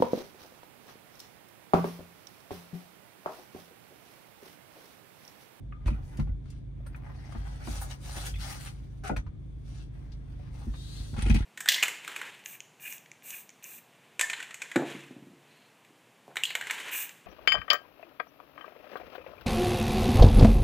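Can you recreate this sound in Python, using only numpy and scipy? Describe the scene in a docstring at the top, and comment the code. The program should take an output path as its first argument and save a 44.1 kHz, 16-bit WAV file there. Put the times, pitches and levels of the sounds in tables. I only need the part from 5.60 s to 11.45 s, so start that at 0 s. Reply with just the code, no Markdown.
"""Inside a van, a wet paint roller works over bare panels while an engine hums outside.
Random snaps of paint make the crackle; slower tugs, through panel resonances, make the murmur below it.
The roller frame clicks, rings, squeaks and bumps the boards: shaped noise bursts and decaying modes.
Near the end a sleeve swishes as banded hiss. Fingers crunch on a phone case as jerky grains.
Shifting echoes place the work in the cabin; harmonics and soft noise make the engine and its rumble."""
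import sys
import numpy as np
from scipy import signal
from scipy.fft import rfft, irfft, next_fast_len
from scipy.io import wavfile
from scipy.ndimage import uniform_filter1d

SR = 44100
rng = np.random.default_rng(int(sys.argv[2]) if len(sys.argv) > 2 else 0)


def transcribe(signal):
    """Save signal, clipped to [-1, 1], as a 16-bit WAV file at the path in sys.argv[1]."""
    frames = np.atleast_2d(signal).T
    limited = np.clip(frames, -1, 1)
    pcm = np.round(limited * 32767).astype(np.int16)
    wavfile.write(sys.argv[1], SR, pcm)


N = 257978
TIME = np.arange(N) / SR
PADDED = next_fast_len(N + SR // 8)
FREQ = np.maximum(np.fft.rfftfreq(PADDED, 1 / SR), 1)

# Source levels are relative, ahead of the mix; colours are relative, as each is brought to rms 1.
# Pushes of the roller: (start [s], length [s], paint crackle [dB], panel rub [dB],
# fine spray relative to crackle [dB], growth over the push [dB])
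PUSHES = [(0.17, 0.1, -92, -66, -19, 10), (0.335, 0.092, -83, -59, -19, -7),
          (0.442, 0.18, -73.5, -61, -1.5, -1), (0.888, 0.075, -69.5, -81, -25, -3.5),
          (1.185, 0.2, -93, -64.5, -14, 10), (1.447, 0.054, -76.5, -55, -10, 2.5),
          (1.556, 0.5, -64.5, -56.5, -14, 4.5), (2.075, 0.098, -51, -51, -4, 2),
          (2.263, 0.097, -63.5, -57, -5.5, -4), (2.451, 0.23, -52, -51, -2, 4),
          (2.813, 0.13, -49, -50, -3, 0), (2.964, 0.097, -56, -58, 0.5, -1.5),
          (3.095, 0.4, -75.5, -71, -7, -15), (3.8, 0.43, -84, -93, -1, 8),
          (4.082, 0.14, -65, -68.5, -14.5, 2), (4.34, 0.3, -79, -67.5, -10, -4),
          (4.683, 0.19, -73, -64, -16, 4.5), (4.945, 0.21, -68, -63.5, -8, -4)]
# The nap tears off a tacky patch: (time [s], paint crackle [dB], panel rub [dB],
# fine spray relative to crackle [dB])
TACKY_PATCHES = [(1.864, -66, -49, -5), (2.22, -53, -44, 11.5), (2.307, -49, -53, -4.5),
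                 (2.57, -47.5, -41.5, -5), (2.662, -44, -67, -2), (3.068, -48.5, -53, -19),
                 (5.024, -64, -56.5, -17)]
# Colour of the snapping paint: (frequency [Hz], level per Hz [dB])
CRACKLE_COLOUR = [(500, -57), (1200, 1), (2500, 0.5), (4300, -1), (5700, -1), (7000, -11.5), (9000, -7.5),
                  (14000, -42)]
# Colour of the fine spray: (frequency [Hz], level per Hz [dB])
SPRAY_COLOUR = [(4000, -30), (7000, -3), (9000, -3.5), (10500, -5), (12000, -7.5), (15500, -11)]
# Colour of the rubbed panel: (frequency [Hz], level per Hz [dB])
RUB_COLOUR = [(150, 2.5), (265, -3.5), (470, -2.5), (850, -1), (1300, -8), (2000, -7.5), (3000, -17.5),
              (6000, -32.5)]
# Resonances of the rubbed panel: (frequency [Hz], width [Hz], strength [dB])
PANEL_RESONANCES = [(796, 130, 7.5), (1223, 25, 12.5), (1492, 68, 9.5), (1670, 42, -2), (1900, 75, 1)]
# Colour of the frame scraping a board: (frequency [Hz], level per Hz [dB])
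SCRAPE_COLOUR = [(240, -40), (430, -1.5), (584, -21), (723, -1), (900, -27), (1230, -4), (1450, -0.5),
                 (1750, -12), (2050, -9), (2500, -10.5), (3600, -20), (8690, -22.5), (15000, -39)]
# Modes of the roller frame: (frequency [Hz], level [dB], t60 [s])
FRAME_MODES = [(1155, 6, 0.042), (1227, -9.5, 0.67), (1323, -4.5, 0.06), (1453, -1, 0.12),
               (1654, -0.5, 0.049), (1840, -1.5, 0.042), (2180, -0.5, 0.06), (2476, 7.5, 0.051),
               (2780, -9, 0.04), (6040, -5, 0.14), (7950, -6, 0.16), (8870, 2.5, 0.054), (9160, -5, 0.053)]
# Blows that set the frame ringing: (time [s], peak [dB], centre of the ring [Hz])
FRAME_HITS = [(0.124, -40.5, 1210), (0.123, -47, 2600), (0.278, -47, 1240), (0.281, -39, 2750),
              (0.33, -47, 2750), (0.342, -44, 1370), (1.264, -53, 1550), (1.346, -37.5, 1790),
              (3.496, -34.5, 1500), (3.506, -41, 2200), (3.564, -30, 2520), (3.565, -34, 1700),
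              (3.574, -46, 6850), (5.621, -37, 9500), (5.662, -38, 2300), (5.701, -26, 2010),
              (5.746, -33, 2300)]
# Squeaks of the axle: (time [s], length [s], level [dB], pitch [Hz],
# roughness [share of pitch], release [s])
AXLE_SQUEAKS = [(1.264, .004, -51.5, 9020, 0.052, 0.013), (1.267, .006, -60, 12750, .025, .007),
                (1.325, 0.012, -69, 4830, .006, 0.0065), (2.7396, 0.0024, -38.5, 3370, .025, 0.0016),
                (2.744, .011, -47.5, 2585, .025, .004), (2.757, 0.0041, -43.5, 3520, .015, .003),
                (2.757, .003, -43.5, 2030, 0.075, .004), (2.771, .004, -46, 3450, .03, .003)]
# Clicks and scuffs: (time [s], level at the centre [dB], centre of the contact [Hz],
# fall above it [dB per octave], t60 [s])
CONTACTS = [(0.123, -25.5, 1270, 27, 0.021), (0.122, -28, 2540, 62, 0.027),
            (0.258, -29.5, 2120, 10.5, 0.05), (0.278, -36, 8500, -2, 0.016), (0.279, -19.5, 930, 12, 0.062),
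            (0.57, -42, 2000, 1.5, 0.049), (0.595, -21, 900, 9, 0.054), (0.67, -28.5, 600, 12, 0.098),
            (0.856, -43.5, 1500, 7.5, 0.042), (0.901, -42, 7160, 9, 0.043), (1.203, -37, 603, 21, 0.069),
            (1.263, -26.5, 1390, 25, 0.05), (1.262, -48, 4820, 22, 0.079), (1.346, -23, 1740, 25, 0.03),
            (1.359, -50, 12000, -24, 0.056), (1.721, -29.5, 800, 6, 0.065), (1.747, -22, 770, 14.5, 0.086),
            (2.071, -19, 765, 11.5, 0.06), (2.74, -32, 2430, 27, 0.034), (2.757, -37, 2800, 4, 0.035),
            (3.476, -33, 8500, 17, 0.043), (3.494, -11, 774, 18, 0.077), (3.562, -21.5, 950, 8, 0.095),
            (3.566, -19, 900, 11, 0.03), (3.565, -41, 13000, 0, 0.054), (3.664, -35.5, 1100, 11, 0.075),
            (3.808, -48, 600, 28, .08), (4.518, -45, 4630, 19, 0.092), (5.137, -32.5, 1200, 10, 0.076),
            (5.537, -28, 696, 9.5, 0.099), (5.564, -22, 750, 7, 0.05), (5.589, -19, 1250, 7, 0.034),
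            (5.609, -29, 1800, 4, 0.02), (5.62, -21, 2200, 6.5, 0.031), (5.661, -21.5, 2250, 11.5, 0.032),
            (5.684, -21, 2290, 15, 0.034), (5.697, -20.5, 5000, 8, 0.016), (5.701, -14.5, 2000, 13.5, 0.03),
            (5.723, -27, 2600, 19, 0.025), (5.744, -21, 5500, 3, 0.015), (5.746, -22, 2200, 12, 0.025),
            (5.763, -20, 2000, 16, 0.035), (5.788, -26.5, 1000, 5, 0.037), (5.82, -29, 1900, 14, 0.071)]
# Modes of the boards: (nominal frequency [Hz], level [dB], free t60 [s])
BOARD_MODES = [(50.72, 5, 0.45), (63.4, 2.5, 0.039), (85.5, 11.5, 0.25), (97.6, 10.5, 0.094),
               (143.6, 8.5, 0.31), (163, -11.5, 0.3), (210.4, 4, 0.18), (251, -3.5, 0.19),
               (288.2, -9.5, 0.41), (339.4, 1.5, 0.097), (385, -8.5, 0.052), (426, -9.5, 0.3),
               (516, -5.5, 0.14), (585, -5, 0.18), (733, -0.5, 0.11), (816, -4, 0.042), (995, -14, 0.089),
               (1307, 1.5, 0.055), (1440, 0.5, 0.24), (1578, -11, 0.16), (2000, 5, 0.085)]
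# Blows on the boards: (time [s], knock peak [dB], knock centre [Hz], knock ring [share of free t60],
# low thud peak [dB], thud ring [share of free t60])
BOARD_BLOWS = [(0.254, -38, 128, .5, -13.5, 0.43), (0.279, -36.5, 395, 0.68, -50, 0.5),
               (0.309, -27.5, 212, 0.84, -27, 0.65), (0.398, -60, 120, .5, -26.5, 0.5),
               (0.59, -20, 185, 0.81, -22, 0.71), (0.685, -37, 200, 0.42, -21.5, 0.55),
               (1.749, -35.5, 265, 0.83, -30, 3.1), (2.072, -31.5, 275, 0.96, -27.5, 3.3),
               (2.565, -39.5, 270, 0.64, -38, 0.65), (2.7, -60, 130, 0.51, -29.5, 2.3),
               (3.495, -27, 760, 0.51, -50, .5), (3.5, -23, 275, 0.43, -31, 0.61),
               (3.514, -30, 390, 0.5, -52, 0.42), (3.534, -37.5, 580, 0.47, -52, 0.35),
               (3.56, -36, 232, 0.97, -23.5, 0.48), (3.655, -63, 200, .5, -30, 0.75),
               (4.793, -51, 553, 1, -56, 0.55), (5.07, -30, 224, 0.33, -24.5, 0.51),
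               (5.395, -46, 131, 0.83, -26.5, 0.36), (5.532, -29.5, 113, 0.35, -23, 0.4),
               (5.579, -28.5, 173, 0.56, -19.5, 0.11), (5.619, -47, 200, 0.77, -17.5, 0.62),
               (5.66, -31, 320, 0.7, -19, 0.49), (5.698, -16.5, 190, 0.78, -9.5, 0.38),
               (5.743, -23.5, 245, 0.65, -12.5, 0.3), (5.762, -21, 181, 0.46, -29, 0.22),
               (5.798, -44, 198, 0.44, -15.5, 0.24)]
# Colour of the sliding cloth: (frequency [Hz], level per Hz [dB])
CLOTH_COLOUR = [(300, 2.5), (650, -6.5), (1000, -10), (2500, -10.5), (4200, -2.5), (6000, -9), (9000, -9),
                (12000, -20), (15000, -23)]
# Fingers slip on the phone: (start [s], length [s], level [dB], growth over the slip [dB])
SLIPS = [(0.273, 0.019, -44, -3), (0.305, 0.039, -58, -5), (5.575, 0.0086, -42, 5),
         (5.614, 0.021, -40.5, 2), (5.649, 0.021, -44.5, 10), (5.709, 0.021, -42.5, -8),
         (5.746, 0.02, -37, 0.5), (5.787, 0.036, -48, -5)]
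# Colour of skin on the phone case: (frequency [Hz], level per Hz [dB])
SKIN_COLOUR = [(150, -23), (320, 3), (480, -4), (640, -2), (790, 7), (1100, -6.5), (1400, 3.5), (1600, -21),
               (2000, 4.5), (2700, 1), (3300, -4), (4500, -8.5), (7000, -13), (9000, -8.5), (12000, -28),
               (15000, -29)]
# Engine harmonics: (multiple of the shaft rate, level [dB])
ENGINE_HARMONICS = [(2, -44), (3, -54.5), (4, -51.5), (5, -49), (6, -56.5), (7, -71), (8, -65), (10, -66.5)]
# Colour of the background rumble and hiss: (frequency [Hz], level per Hz [dB])
AIR_COLOUR = [(15, -26), (28, -1.5), (44, 0.5), (60, 0.5), (75, -1), (135, -6), (190, -18), (290, -15.5),
              (440, -28.5), (700, -35.5), (1600, -48), (3500, -52.5), (5000, -59), (9000, -60.5),
              (15000, -85)]
# Faint bands added to the background hiss: (frequency [Hz], width [Hz], strength [dB])
AIR_BANDS = [(1630, 110, 0), (2210, 240, 1), (3460, 290, 3.5)]
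# Balance of the microphone ports: (frequency [Hz], left minus right [dB])
STEREO_BALANCE = [(60, -0.5), (150, 0), (300, -0.5), (700, 4), (1300, 2), (2400, 3.5), (3600, 5),
                  (4800, 7.5), (7000, 3), (7900, 2.5), (9200, -11), (10000, -6.5), (11000, -1),
                  (15000, 0.5)]
# Gain of the difference between the ports: (frequency [Hz], gain [dB])
SIDE_GAIN = [(50, -13), (150, 9), (400, 6.5), (10500, 5.5), (12000, -21), (15000, 8)]
# Notches of the ports: (frequency [Hz], width [Hz], gain at the centre [dB])
NOTCHES = [(5200, 70, -9), (7500, 140, -11), (9500, 100, -5)]

STROKE_ATTACK_S, STROKE_RELEASE_S = 0.029, 0.031
PATCH_S, PATCH_EDGE_S = 0.0099, 0.013  # time on a tacky patch; its rise and fall
DRAG_START_S, DRAG_LENGTH_S, SCRAPE_DB, SQUEAK_DB = 3.438, 0.036, -42.5, -44
SQUEAK_HZ, SQUEAK_SAG_HZ_PER_S = 746, 460
CONTACT_TOP_HZ, CONTACT_TOP_FALL_DB = 9800, 22  # further fall per octave above this pitch
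THUD_HZ, THUD_LAG_S = 54.7, 0.008  # the wall heaves just after each blow
SLEEVE_START_S, SLEEVE_FASTEST_S, SLEEVE_END_S = 5.165, 5.38, 5.545
SLEEVE_DB, SLEEVE_SPEED_DB = -57.5, 6.5  # level when slow; gain at full speed
WEAVE_HZ, WEAVE_RISE_HZ_PER_S, WEAVE_DB, WEAVE_LENGTH_S = 3740, 1800, -58, 0.23
ENGINE_HZ = 26.29
TOP_HZ = 15750


def roller(crackle_db=1, spray_db=0, rub_db=1.0, nap_db=0.85, firm_db=-53.0):
    """Paint threads snap behind the nap; tugs shake the panel, which rings under firm pressure."""
    crackle, rub, spray = pressure()
    tufts = undb(nap_db * walk(80))  # tufts of the nap let go unevenly
    snaps = wander(grains(4200, 2.8) * tufts, depth_db=1.8, rate=55)
    tugs = grains(1800, 3) * tufts
    contact = wander(tugs, depth_db=2.0, rate=30)

    peaks = sum(undb(db) * resonance(hz, width) for hz, width, db in PANEL_RESONANCES)
    firm = rub ** 2 / (rub ** 2 + undb(2 * firm_db))  # 0 for a light rub, near 1 for a firm one
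    dull = colour(contact, shape(RUB_COLOUR))
    ringing = colour(contact, shape(RUB_COLOUR) * (1 + 2 * peaks))
    murmur = (1 - firm) * dull + firm * ringing

    threads = undb(crackle_db) * crackle * colour(snaps, shape(CRACKLE_COLOUR))
    mist = undb(spray_db) * spray * colour(snaps, shape(SPRAY_COLOUR))
    return threads + mist + undb(rub_db) * rub * murmur


def pressure():
    """Strength of crackle, rub and spray: the energies of all pushes and tacky patches add up."""
    moves = []
    for s, length, wet, press, fine, growth in PUSHES:
        gain = gesture(s, length, growth, STROKE_ATTACK_S, STROKE_RELEASE_S)
        moves.append((gain, wet, press, fine))
    for s, wet, press, fine in TACKY_PATCHES:
        moves.append((gesture(s, PATCH_S, 0, PATCH_EDGE_S, PATCH_EDGE_S), wet, press, fine))
    return np.sqrt(sum(np.outer(undb([wet, press, wet + fine]), gain) ** 2
                       for gain, wet, press, fine in moves))


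def drag(wobble=0.02534, octave_db=0, chatter_db=1.0, attack_s=0.0014, release_s=0.024,
         growth_db=2, squeak_share=0.49):
    """The frame scrapes along a board and at first sticks and slips, at a pitch that sags."""
    hz = SQUEAK_HZ - SQUEAK_SAG_HZ_PER_S * np.clip(TIME - DRAG_START_S, 0, DRAG_LENGTH_S)
    phase = 2 * np.pi * np.cumsum(hz * (1 + wobble * walk(200))) / SR
    tone = np.sin(phase) + undb(octave_db) * np.sin(2 * phase)
    squeak = unit(tone * undb(chatter_db * walk(350)))
    scrape = colour(grains(3500, 1.4), shape(SCRAPE_COLOUR))
    sliding = gesture(DRAG_START_S, DRAG_LENGTH_S, growth_db, attack_s, release_s)
    sticking = gesture(DRAG_START_S, DRAG_LENGTH_S * squeak_share, growth_db, attack_s, release_s)
    return undb(SCRAPE_DB) * sliding * scrape + undb(SQUEAK_DB) * sticking * squeak


def frame(octaves=0.14, blur_rad=1.1, flutter_db=5.5, rise_s=0.00038):
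    """Each blow rings the frame modes near its centre; the loose fit blurs and flutters the ring."""
    out, t = np.zeros(N), TIME[:SR // 2]
    hz, db, t60 = np.transpose(FRAME_MODES)[:, :, None]
    sign = (-1) ** np.arange(len(hz))[:, None]
    blur = np.array([walk(170, size=len(t)) for _ in FRAME_MODES])
    flutter = np.array([walk(140, size=len(t)) for _ in FRAME_MODES])
    tones = np.sin(2 * np.pi * hz * t + blur_rad * blur)
    modes = sign * undb(db + flutter_db * flutter) * tones * np.exp(-np.log(1000) * t / t60)
    for s, peak_db, centre_hz in FRAME_HITS:
        ring = np.sum(near(hz, centre_hz, octaves) * modes, axis=0) * (1 - np.exp(-t / rise_s))
        add(out, s, undb(peak_db) * ring / np.abs(ring).max())
    return out


def chirps(rise_s=0.0011, chatter_db=1.0, jitter_rate=1300, chatter_rate=500):
    """The axle sticks and slips for a few milliseconds, at an unsteady pitch."""
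    out, t = np.zeros(N), TIME[:SR // 5]
    for s, length, db, hz, rough, release in AXLE_SQUEAKS:
        pitch = hz * (1 + rough * walk(jitter_rate, size=len(t)))
        phase = 2 * np.pi * np.cumsum(pitch) / SR
        envelope = (1 - np.exp(-t / rise_s)) * np.exp(-np.maximum(t - length, 0) / release)
        level = undb(db + chatter_db * walk(chatter_rate, size=len(t)))
        add(out, s, level * envelope * np.sin(phase))
    return out


def clicks(click_db=2, rise_s=0.0014, bass_fall_db=7):
    """A short noise crack, strongest at the centre of the contact and falling away on both sides."""
    out, t = np.zeros(N), TIME[:SR // 3]
    freq = np.maximum(np.fft.rfftfreq(len(t), 1 / SR), 1)
    top_db = -CONTACT_TOP_FALL_DB * np.maximum(np.log2(freq / CONTACT_TOP_HZ), 0)
    for s, level_db, centre_hz, fall_db, t60 in CONTACTS:
        noise = rng.standard_normal(len(t))
        above = np.log2(freq / centre_hz)  # octaves above the centre
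        slopes_db = bass_fall_db * np.minimum(above, 0) - fall_db * np.maximum(above, 0)
        gain = undb(level_db + slopes_db + top_db)
        envelope = np.exp(-np.log(1000) * t / t60) * (1 - np.exp(-t / rise_s))
        add(out, s, undb(click_db) * irfft(rfft(noise) * gain, len(t)) * envelope)
    return out


def bumps(octaves=0.4):
    """Each blow rings the board modes near its own centre, then the lowest ones as the wall heaves."""
    out, t = np.zeros(N), TIME[:SR // 2]
    hz, db, t60 = np.transpose(BOARD_MODES)[:, :, None]
    sign = (-1) ** np.arange(len(hz))[:, None]
    for s, knock_db, knock_hz, knock_ring, thud_db, thud_ring in BOARD_BLOWS:
        detuned = hz * (1 + 0.01 * rng.standard_normal((len(hz), 1)))
        modes = sign * undb(db) * np.sin(2 * np.pi * detuned * t)
        knock = (0, knock_db, knock_hz, knock_ring)
        thud = (THUD_LAG_S, thud_db, THUD_HZ, thud_ring)
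        for lag_s, peak_db, centre_hz, length in (knock, thud):
            decay = np.exp(-np.log(1000) * t / (t60 * length))
            ring = np.sum(near(hz, centre_hz, octaves) * modes * decay, axis=0)
            add(out, s + lag_s, undb(peak_db) * ring / np.abs(ring).max())
    return out


def sleeve(width_hz=200, attack_s=0.029, release_s=0.085):
    """Cloth hisses louder with speed, while its weave whistles in a narrow, rising band at first."""
    speed = np.interp(TIME, [SLEEVE_START_S, SLEEVE_FASTEST_S, SLEEVE_END_S], [0, 1, 0])
    swish = gesture(SLEEVE_START_S, SLEEVE_END_S - SLEEVE_START_S, 0, attack_s, release_s)
    hiss = colour(grains(12000, 0.86), shape(CLOTH_COLOUR))

    hz = WEAVE_HZ + WEAVE_RISE_HZ_PER_S * np.clip(TIME - SLEEVE_START_S, 0, WEAVE_LENGTH_S)
    phase = 2 * np.pi * np.cumsum(hz) / SR
    slow_noise = colour(rng.standard_normal(N), 1 / (1 + (FREQ / width_hz) ** 2))
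    weave = unit(slow_noise * np.sin(phase))
    whistle = gesture(SLEEVE_START_S, WEAVE_LENGTH_S, 0, attack_s, release_s)
    return undb(SLEEVE_DB + SLEEVE_SPEED_DB * speed) * swish * hiss + undb(WEAVE_DB) * weave * whistle


def fingers(jerk_db=2.5, attack_s=0.0065, release_s=0.019):
    """Skin slips over the phone case in small, crunching jerks."""
    grip = np.sqrt(sum((undb(db) * gesture(s, length, growth, attack_s, release_s)) ** 2
                       for s, length, db, growth in SLIPS))
    jerks = grains(1300, 2.5) * undb(jerk_db * walk(220))
    return grip * colour(wander(jerks, depth_db=2.5, rate=110), shape(SKIN_COLOUR))


def background(hum_db=0, waver_db=-1.0, air_db=-46, side_db=-7):
    """A distant engine drones in wavering harmonics of its shaft rate, over a soft, wide rumble."""
    turns = np.cumsum(ENGINE_HZ * (1 + 0.00585 * walk(4.014))) / SR
    hum = np.zeros(N)
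    for k, db in ENGINE_HARMONICS:
        level = undb(db + waver_db * walk(18)) * np.sqrt(2)  # table levels are rms
        hum += level * np.sin(2 * np.pi * (k * turns + rng.random()))
    bands = 1 + sum(undb(db) * np.abs(resonance(hz, width)) ** 2 for hz, width, db in AIR_BANDS)
    mid, side = (colour(rng.standard_normal(N), shape(AIR_COLOUR) * bands) for _ in range(2))
    air = mid + undb(side_db) * side * np.array([[1], [-1]])
    return undb(hum_db) * hum + undb(air_db) * air


def cabin(x, wet_db, side_db, t60_s, shift_rate, low_hz=160, count=4):
    """Bare panels return dense echoes, shared by both ports or opposed, in a shifting pattern."""
    t = TIME[:SR // 3]
    decay = np.exp(-np.log(1000) * t / t60_s)
    spectrum = rfft(rng.standard_normal((count, 2, len(t))) * decay)
    # even out the spectrum, then fade the tail
    echoes = irfft(spectrum / np.abs(spectrum), len(t)) * np.minimum(10 * decay, 1)
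    echoes = signal.sosfilt(signal.butter(2, low_hz, "high", fs=SR, output="sos"), echoes)
    blend = np.array([walk(shift_rate) for _ in echoes])
    blend /= np.linalg.norm(blend, axis=0)  # constant power as the patterns trade places
    shared, opposed = sum(share * signal.fftconvolve(x[None], pattern, axes=1)[:, :N]
                          for share, pattern in zip(blend, echoes))
    return x + undb(wet_db) * shared + undb(side_db) * opposed * np.array([[1], [-1]])


def gesture(start_s, length_s, growth_db, attack_s, release_s):
    """Gain of one movement: exponential attack before the start, even growth or fade, release."""
    early = np.maximum(start_s - TIME, 0) / attack_s
    late = np.maximum(TIME - start_s - length_s, 0) / release_s
    progress = np.clip((TIME - start_s) / length_s, 0, 1)
    return undb(growth_db * (progress - 0.5)) * np.exp(-np.minimum(early + late, 20))


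def wander(x, depth_db, rate, count=16):
    """As the contact moves over a surface, neighbouring bands swell and fade on their own."""
    centres, spectrum = np.log(np.geomspace(300, 12000, count)), rfft(x, PADDED)
    total = np.zeros(N)
    for band in np.eye(count):
        gain = np.interp(np.log(FREQ), centres, band)
        total += irfft(spectrum * gain, PADDED)[:N] * undb(depth_db * walk(rate))
    return unit(total)


def grains(rate, spread_db):
    """Random tiny snaps, about rate a second, a few much larger than the rest; rms 1."""
    size = undb(spread_db * np.minimum(rng.exponential(size=N), 5))
    return unit((rng.random(N) < rate / SR) * size * rng.choice([-1, 1], N))


def walk(rate, size=N):
    """Smooth chance with about rate turns a second; spread near 1."""
    k = max(int(SR / rate), 2)
    steps = np.repeat(rng.standard_normal(size // k + 1), k)
    return 1.315 * uniform_filter1d(uniform_filter1d(steps, k), k)[:size]


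def near(hz, centre_hz, octaves):
    """How strongly a contact centred on one frequency excites a mode at another."""
    return (1 + (np.log2(hz / centre_hz) / octaves) ** 4) ** -0.5


def resonance(hz, width_hz):
    """Response of one resonance, gain 1 at its centre."""
    return 1 / (1 + 1j * (FREQ ** 2 - hz ** 2) / (FREQ * width_hz))


def shape(points):
    """Gain at every frequency, drawn through (frequency [Hz], level [dB]) points."""
    hz, db = np.transpose(points)
    return undb(np.interp(np.log(FREQ), np.log(hz), db))


def colour(x, gain):
    """Filter by a frequency response; rms 1."""
    return unit(irfft(rfft(x, PADDED) * gain, PADDED)[:N])


def unit(x):
    """Scale to rms 1."""
    return x / np.sqrt(np.mean(x ** 2) + 1e-20)


def undb(db):
    """Decibels to gain."""
    return 10 ** (np.asarray(db) / 20)


def add(out, s, sound):
    """Mix a sound in at time s."""
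    start = int(s * SR)
    out[start:start + len(sound)] += sound[:N - start]


def scene():
    """Roller work, taps and thuds each get their own cabin echoes, over the dry background."""
    work = cabin(roller() + drag() + sleeve(), wet_db=-4.0, side_db=-3.5, t60_s=0.11, shift_rate=8)
    small_hits = clicks() + frame() + chirps() + fingers()
    taps = cabin(small_hits, wet_db=-6.5, side_db=-4.5, t60_s=0.1, shift_rate=6)
    thuds = cabin(bumps(), wet_db=-4, side_db=-8.5, t60_s=0.086, shift_rate=4)
    return undb(-3.0) * work + undb(-5.5) * taps + thuds + background()


def record(dry):
    """Two microphone ports colour each side differently and notch the treble; sub-bass and top are cut."""
    left, right = rfft(dry, PADDED)
    mid, side = (left + right) / 2, (left - right) / 2 * shape(SIDE_GAIN)
    lean = np.sqrt(shape(STEREO_BALANCE))  # half the balance to each side
    notches = undb(sum(db / (1 + ((FREQ - hz) / width) ** 2) for hz, width, db in NOTCHES))
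    ports = np.array([(mid + side) * lean, (mid - side) / lean])
    heard = irfft(ports * notches, PADDED)[:, :N]
    heard = signal.sosfilt(signal.butter(4, 33, "high", fs=SR, output="sos"), heard)
    return signal.sosfilt(signal.ellip(12, 0.2, 80, TOP_HZ, fs=SR, output="sos"), heard)


dry = scene()
out = record(dry)
transcribe(out)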